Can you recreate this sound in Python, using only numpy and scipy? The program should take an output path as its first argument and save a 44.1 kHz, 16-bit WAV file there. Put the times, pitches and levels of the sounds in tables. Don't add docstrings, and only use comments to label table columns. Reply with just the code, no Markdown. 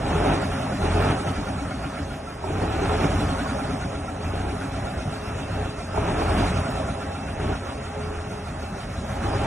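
import sys
import numpy as np
from scipy import signal
from scipy.fft import rfft, irfft, next_fast_len
from scipy.io import wavfile
from scipy.ndimage import uniform_filter1d

SR = 44100
rng = np.random.default_rng(int(sys.argv[2]) if len(sys.argv) > 2 else 0)


def inscribe(sig):
    pcm = np.round(np.clip(np.atleast_2d(sig).T, -1, 1) * 32767)
    wavfile.write(sys.argv[1], SR, pcm.astype(np.int16))


def amplitude_ratio(level_db):
    exponent = np.asarray(level_db, float) / 20
    return 10 ** exponent


N = 417186
T = np.arange(N) / SR
COARSE = T[::64]

# time in seconds, firings of one cylinder bank in Hz.
ENGINE_SPEED = [(0, 35.68), (.36, 48.83), (.74, 36.97), (1.14, 50.96), (1.62, 32.18), (2.34, 25.87),
                (2.72, 34.44), (3.11, 48.55), (4.16, 26.45), (4.42, 31.94), (5.62, 32.03), (5.88, 29.04),
                (6.46, 46.72), (6.98, 28.59), (7.53, 32.39), (7.95, 27.96), (8.95, 25), (9.46, 36.57)]
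# pedal down in seconds, pedal up in seconds, bark level in dB, boom level in dB,
# time to press the pedal in seconds.
BLIPS = [
    (0, 0.343, -31.5, 1, 0.085),
    (.78, 1.118, -31.5, 3, 0.062),
    (2.42, 3.046, -33, 0, 0.081),
    (3.0, 3.3, -40.5, -4.5, 0.078),
    (4.2, 4.5, -36, -1, 0.056),
    (5.46, 5.656, -37.5, -1, 0.076),
    (5.93, 6.46, -32, 2, 0.037),
    (7.34, 7.53, -32.5, 2, 0.1),
    (8.0, 8.22, -42.5, -3, .08),
    (9.13, 9.5, -33.5, 0, 0.15),
]


def evened(x):
    return x / np.sqrt(np.mean(abs(x) ** 2) + 1e-20)


def read(points, hz):
    f, *values = np.transpose(points)
    return np.squeeze([np.interp(np.log(hz + 1), np.log(f + 1), v) for v in values])


def curves(rows, t=T):
    s, *columns = np.transpose(rows)
    return [np.interp(t, s, c) for c in columns]


def coloured(x, points):
    size = next_fast_len(N)
    gain = amplitude_ratio(read(points, np.fft.rfftfreq(size, 1 / SR)))
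    return irfft(rfft(x, size) * gain, size)[:N]


def resonate(x, hz, width):
    r = np.exp(-np.pi * width / SR)
    return 2 * signal.lfilter([1 - r], [1, -r * np.exp(2j * np.pi * hz / SR)], x).real


def in_band(x, lo_hz, hi_hz):
    sos = signal.butter(N=4, Wn=[lo_hz, hi_hz], btype="band", fs=SR, output="sos")
    return x / signal.sosfilt(sos, x).std()


def drift(span_s):
    size = int(span_s * SR)
    smooth = uniform_filter1d(rng.standard_normal(N), size)
    return evened(uniform_filter1d(smooth, size))


def cycles():
    # time in seconds, engine cycles so far (the loose valve shuts at whole numbers).
    counted = [(0, .536), (.45, 5.185), (1.05, 11.288), (1.65, 17.436), (2.1, 20.88), (2.55, 23.541),
               (3.0, 27.664), (3.6, 33.975), (4.2, 38.7), (4.95, 44.576), (5.7, 50.328), (6.0, 52.236),
               (6.75, 59.763), (7.35, 64.466), (7.65, 66.734), (7.95, 68.533), (8.7, 73.386),
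               (9.45, 78.657)]
    s, count = np.transpose(counted)
    turns = np.cumsum(curves(ENGINE_SPEED)[0])
    angle = np.interp(turns, np.interp(s, T, turns), count)
    return uniform_filter1d(angle, size=5001, mode="nearest")


def throbbing(points, patchy_db, depth, overtone):
    # pitch in Hz, swing in dB, lag in engine cycles.
    throb = [(60, 0, 0.27), (282, 0.5, 0.25), (480, -3, 0.36), (695, 0, -0.25), (1400, 1, -0.11),
             (3060, 1.5, 0.053), (8000, 3.5, 0.082)]
    frames, hz = N // 128 + 5, np.fft.rfftfreq(512, 1 / SR)
    a, b, patches = rng.standard_normal((frames, 257, 3)).T
    patches = uniform_filter1d(patches, 9, axis=0)
    patches = evened(uniform_filter1d(patches, 14, axis=1))
    swing_db, lag = read(throb, hz)[:, :, None]
    angle = np.interp(np.arange(frames) * 128, np.arange(N), cycles())
    phase = 2 * np.pi * (angle - lag)
    swing = np.cos(phase) + overtone * np.cos(2 * phase - .8)
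    z = (a + 1j * b) * amplitude_ratio(depth * swing_db * swing + patchy_db * patches)
    noise = signal.istft(z, nperseg=512, noverlap=384)[1][:N]
    return coloured(noise, points)


def windows():
    release_s = .032
    return np.array([np.clip((COARSE - down) / press, 0, 1) * np.exp(-np.maximum(COARSE - up, 0) / release_s)
                     for down, up, _, _, press in BLIPS])


def effort(stumble_db=0):
    # time in seconds, how squarely the walking listener faces the engine bay in dB.
    facing = [(0, 0.5), (.7, 1), (1.2, -0.5), (1.95, 0.5), (2.36, -2.5), (2.6, 0.5), (3.6, 1.5), (4.05, 0),
              (4.6, .5), (5.8, 0), (6.3, 1.5), (6.8, 2), (7.3, -1), (7.55, 0), (8.3, -.5), (9.46, 2)]
    coast_db, coast_db_per_hz = [-39.5, -36, -51], [0.32, 0.287, 0.26]
    fuel_share_db = [-0.5, -2.5, -24]
    facing_share = [.3, 1.01, 1.02]
    fuel_db_per_hz = 0.3241
    over_hz = curves(ENGINE_SPEED, COARSE)[0] - 40
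    facing_db = curves(facing, COARSE)[0]
    fuel = amplitude_ratio(np.transpose(BLIPS)[2]) @ windows() * amplitude_ratio(fuel_db_per_hz * over_hz + stumble_db)
    levels = []
    for db, slope, fuel_db, share in zip(coast_db, coast_db_per_hz, fuel_share_db, facing_share):
        power = amplitude_ratio(db + slope * over_hz) ** 2 + (amplitude_ratio(fuel_db) * fuel) ** 2
        levels.append(np.interp(T, COARSE, facing_db * share + 10 * np.log10(power)))
    return levels


def boom():
    # pitch in Hz, level passed by the pipe in dB.
    pipe = [(33, -37.5), (48, -26.5), (55, -40), (64, -28), (71, -32.5), (83, -22.5), (98, -24), (120, -36)]
    coast_drop = [-17, -10, -12]
    load_lift = [1.7, -0.4, -2]
    loaded_flutter_db, coast_flutter_db = .6, 2.4
    hz, opened = curves(ENGINE_SPEED, COARSE)[0], windows()
    turns = np.cumsum(curves(ENGINE_SPEED)[0]) / SR
    load = amplitude_ratio(np.transpose(BLIPS)[3]) @ opened
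    flutter_db = coast_flutter_db + (loaded_flutter_db - coast_flutter_db) * opened.max(0)
    out = np.zeros(N)
    for k, (drop_db, lift_db) in enumerate(zip(coast_drop, load_lift), 1):
        strength = np.sqrt(2) * np.hypot(load * amplitude_ratio(lift_db), amplitude_ratio(drop_db))
        passed = amplitude_ratio(read(pipe, k * hz) - 5.5 + flutter_db * drift(0.05)[::64])
        tone = -np.cos(2 * np.pi * k * turns - 0.32 * k * k)
        out += np.interp(T, COARSE, strength * passed) * tone
    return out


def bark():
    # pitch in Hz, level in dB per Hz.
    colour = [(25, -36), (90, -15), (130, -11.5), (170, 3), (215, -48), (280, 1), (400, -7), (520, -13.5),
              (750, -4.5), (1150, -18.5), (1360, -13.5), (1970, -22.5), (2450, -20), (4500, -38),
              (6000, -63)]
    cylinder_db = np.array([-1.5, -4.5, -5.5, -8, -5.0, -3, -11.5, -5.5])
    firings = np.cumsum(2 * curves(ENGINE_SPEED)[0]) / SR
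    which = firings.astype(int)
    strength = amplitude_ratio(cylinder_db[which % 8] + 2 * rng.standard_normal(1000)[which])
    pulses = evened(-np.diff(which, prepend=0) * strength)
    puffs = evened((0.73 + strength * np.exp(-(firings % 1) / 0.5)) * rng.standard_normal(N))
    drive = .5 * pulses + 1.6 * puffs
    piped = drive + 2.0 * resonate(drive, 424.4, 22.4)
    sound = in_band(coloured(piped, colour), 315, 431.5)
    stumble_db = .7 * drift(0.038)[::64]
    level_db, clatter_db, _ = effort(stumble_db)
    idle = amplitude_ratio(clatter_db - 4.5)
    return sound * np.sqrt(np.maximum(amplitude_ratio(level_db) ** 2 - idle ** 2, 1e-8))


def clatter():
    # pitch in Hz, level in dB per Hz.
    colour = [(15, -54), (25, -21), (40, -1.5), (70, 2.5), (217, -3), (264, -8.5), (343, -13), (417, -7.5),
              (455, -16), (632, -10), (1070, -16), (1420, -15), (1510, -16), (2670, -24.5), (4600, -34),
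              (5980, -60), (10100, -120)]
    # pitch in Hz, width in Hz, level in dB.
    panels = [(264.6, 29, -4), (545.6, 18.3, 2), (645, 81, -5), (749, 14, -3.5), (806.3, 6.8, 6.5),
              (1101, 6.5, 3), (1234, 5.4, 0.5), (1320, 6.8, 2.5), (2630, 31, -3)]
    noise = throbbing([(20, 0.0047), (20000, 0)], patchy_db=1.5, depth=0.92, overtone=0.21)
    ringing = sum(amplitude_ratio(db + 1.5) * resonate(noise, hz, width) for hz, width, db in panels)
    sound = in_band(coloured(noise + ringing, colour), 977, 2900)
    bark_db, level_db, _ = effort()
    load = 1 / (1 + amplitude_ratio(bark_db - level_db - 4.5) ** 2)
    return sound * amplitude_ratio(level_db - 0.6) * load ** 1.53


def knock():
    # pitch in Hz, time to fade by 60 dB in seconds, lag in engine cycles.
    ring_notes = [(271, 0.091, 0.1294), (716.4, 0.05, -.06), (1382, 0.077, -0.12), (2367, 0.065, -0.041)]
    # time in seconds, blow of the loose valve in dB.
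    blows = [
        (0, -22),
        (1.8, -20.5),
        (2.35, -33.5),
        (3.3, -18.5),
        (4.3, -26.5),
        (5.6, -31.5),
        (6.95, -24.5),
        (7.9, -39),
        (9.46, -43.5),
    ]
    out, t = np.zeros(N + SR), np.arange(5000) / SR
    thud_db = curves(blows)[0]
    masked_db = -4 * np.interp(T, COARSE, windows().max(0))
    ring_db = -22 + .3 * thud_db + masked_db
    angle = cycles()
    levels = [thud_db, ring_db + 4.5, ring_db, ring_db - 8.5]
    for (hz, t60, lag), level_db in zip(ring_notes, levels):
        chance = rng.standard_normal((78, 3))
        strikes = np.arange(1, 79) + lag + .015 * chance[:, 0]
        at = np.interp(strikes, angle, np.arange(N)).astype(int)
        for i, (_, tune, force) in zip(at, chance):
            tone = np.sin(2 * np.pi * hz * (1 + 0.028 * tune) * t)
            ring = tone * (1 - np.exp(-t / 0.015)) * amplitude_ratio(-60 * t / t60)
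            out[i:i + len(t)] += amplitude_ratio(level_db[i] + 8 + 1 * force) * ring
    return out[:N]


def leak():
    # pitch in Hz, level in dB per Hz.
    colour = [(3500, -38), (4600, 1), (5200, 4.5), (6700, 2), (7600, 0), (9100, 0), (10800, -5),
              (11600, -6.5), (12100, 1)]
    hiss = throbbing(colour, patchy_db=2.0, depth=0.36, overtone=-0.5)
    return amplitude_ratio(effort()[2] - 0.7) * in_band(hiss, 6200, 9540)


def lumps():
    # time in seconds, peak in dB, pitch in Hz.
    strokes = [(0.07, -21, 310), (0.153, -19, 408), (0.232, -26, 385), (0.336, -20, 326), (0.837, -18, 394),
               (0.947, -19, 420), (1.025, -26, 406), (2.619, -18, 400), (2.736, -22, 338.6),
               (2.825, -21, 385), (3.015, -19, 330), (4.531, -25, 417.5), (5.959, -26, 423),
               (6.089, -26, 429), (6.415, -22, 392), (7.44, -25, 396), (9.242, -24, 340.6),
               (9.36, -34, 328)]
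    rise_s, t60_s = .004, 0.11
    out, t = np.zeros(N + SR), np.arange(4000) / SR
    for s, peak_db, hz in strokes:
        envelope = amplitude_ratio(peak_db + 1.5 - 60 * t / t60_s) * (1 - np.exp(-t / rise_s))
        out[int(s * SR):][:len(t)] += envelope * np.sin(2 * np.pi * hz * t)
    return out[:N]


def pops():
    # time in seconds, peak in dB.
    firings = [
        (2.44, -11.5),
        (2.615, -16),
        (5.943, -11),
        (5.975, -5),
        (6.087, -15),
        (7.439, -15),
        (9.279, -27.5),
    ]
    # pitch in Hz, level in dB, time to fade by 60 dB in seconds.
    pipe_notes = [(397, -5, 0.14), (661, -2, 0.084), (896, 7, 0.02), (1270, -12, 0.049)]
    out, t = np.zeros(N), np.arange(4000) / SR
    for s, peak_db in firings:
        tune = 1 + 0.032 * rng.standard_normal(len(pipe_notes))
        ring = sum(amplitude_ratio(db - 60 * t / t60) * np.sin(2 * np.pi * hz * k * t)
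                   for (hz, db, t60), k in zip(pipe_notes, tune))
        out[int(s * SR):][:len(t)] += amplitude_ratio(peak_db - 11.5) * ring * (1 - np.exp(-t / 0.0013))
    return out


def hum():
    # start in seconds, end in seconds, which panel (counted from 0), level in dB.
    songs = [(3.3, 4.3, 0, -48.5), (5.05, 5.9, 0, -46.5), (6.55, 7.1, 0, -45), (7.75, 8.5, 0, -42.5),
             (7.4, 7.1, 0, -53), (4.8, 7.6, 1, -56.5), (7.75, 8.8, 1, -60), (9.1, 7.5, 1, -58),
             (4.45, 5.02, 2, -42), (6.9, 7.4, 2, -48)]
    swell_s, waver_db = 0.094, 2.6
    out = np.zeros(N)
    for panel, (hz, wander) in enumerate(zip([420, 2670, 272], [.004, .009, .006])):
        level = np.zeros(N)
        for start, end, which, db in songs:
            if round(which) == panel:
                level += amplitude_ratio(db) * np.clip(np.minimum(T - start, end - T) / swell_s, 0, 1)
        phase = 2 * np.pi * np.cumsum(hz * (1 + wander * drift(0.0505))) / SR
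        out += np.sqrt(2) * level * amplitude_ratio(waver_db * drift(0.04)) * np.sin(phase)
    return out


def yard(x):
    z = signal.stft(x, nperseg=1024)[2]
    scrambled = z * np.exp(2j * np.pi * rng.random(z.T.shape).T)
    return evened(signal.istft(scrambled, nperseg=1024)[1][:N]) * x.std()


def scene():
    # pitch in Hz, share of the side (port difference) in step with the mid (port average),
    # share a quarter wave late.
    lean = [(150, 0, 0.54), (300, 0.34, 1), (600, -0.059, 0.55), (1200, -0.37, 0.53), (2400, -0.2, 0.32),
            (5000, -0.11, 0.44), (11000, -0.024, 0.48)]
    # pitch in Hz, side minus mid in dB.
    ports = [(60, -66), (170, -71), (260, -20), (450, -5), (700, -5), (1100, 0), (1500, -11), (2500, -2.5),
             (3400, 3), (4500, 11), (5300, -5.5), (7600, 3), (9500, -5.5), (11400, 3.5)]
    truck = boom() + bark() + clatter() + knock() + leak() + lumps() + pops() + hum()
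    in_step, late = read(lean, np.fft.rfftfreq(N, 1 / SR))
    direct = irfft(rfft(truck) * (in_step - 1j * late), N)
    side = coloured(direct + 0.65 * yard(truck), ports)
    return np.array([truck + side, truck - side])


def starve(x, column):
    # pitch in Hz, share of time a band is empty in the mid, the same in the side,
    # part of the local rms under which lines are lost.
    starved = [(100, 0, .9, 0), (300, 0, .03, .2), (1350, 0, .05, .35), (1650, 0, .9, .45),
               (2350, 0, .9, .5), (2650, 0, .03, .55), (3850, 0, .02, .75), (4100, .5, .02, 1),
               (4850, .75, .03, 1), (5150, 0, .1, .8), (5700, 0, .8, .75), (7300, 0, .75, .75),
               (7600, .2, .7, .85), (7950, 0, .4, .7), (10900, 0, .35, .75), (11500, .5, .3, 1),
               (11900, .95, .3, 1)]
    # time in seconds, half length in seconds, thrift added to the usual 1.
    shortages = [
        (.4, .35, 1),
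        (1.18, .14, 1.2),
        (3.902, 0.3, 4.9),
        (6.799, .2, 1.6),
        (7.594, 0.37, 2),
    ]
    hz, t, z = signal.stft(x, SR, nperseg=2048, noverlap=1024)
    chance = rng.standard_normal((z.shape[1], len(hz) // 8 + 1))
    chance = uniform_filter1d(chance, size=3, axis=0)
    chance = evened(uniform_filter1d(chance, size=3, axis=1))
    chance = np.repeat(chance, 8, axis=1)
    rank = 1 / (1 + np.exp(-1.7 * chance.T[:len(hz)]))
    share, weak = read(starved, hz)[[column, 2], :, None]
    extra_thrift = sum(extra * np.exp(-((t - s) / half) ** 2) for s, half, extra in shortages)
    thrift = (1.0 + extra_thrift) ** (1 - column)
    rms = np.sqrt(abs(uniform_filter1d(abs(z) ** 2, size=24, axis=0)))
    kept = z * (rank > share ** (1 / thrift)) * (abs(z) > weak * rms)
    return signal.istft(kept, nperseg=2048, noverlap=1024)[1][:N]


def band_limit(x):
    return signal.sosfilt(signal.butter(12, 12010, fs=SR, output="sos"), x)


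def record(dry):
    mid = starve(dry.mean(0), column=0)
    side = starve((dry[0] - dry[1]) / 2, column=1)
    return band_limit(np.array([mid + side, mid - side]))


dry = scene()
out = record(dry)
inscribe(out)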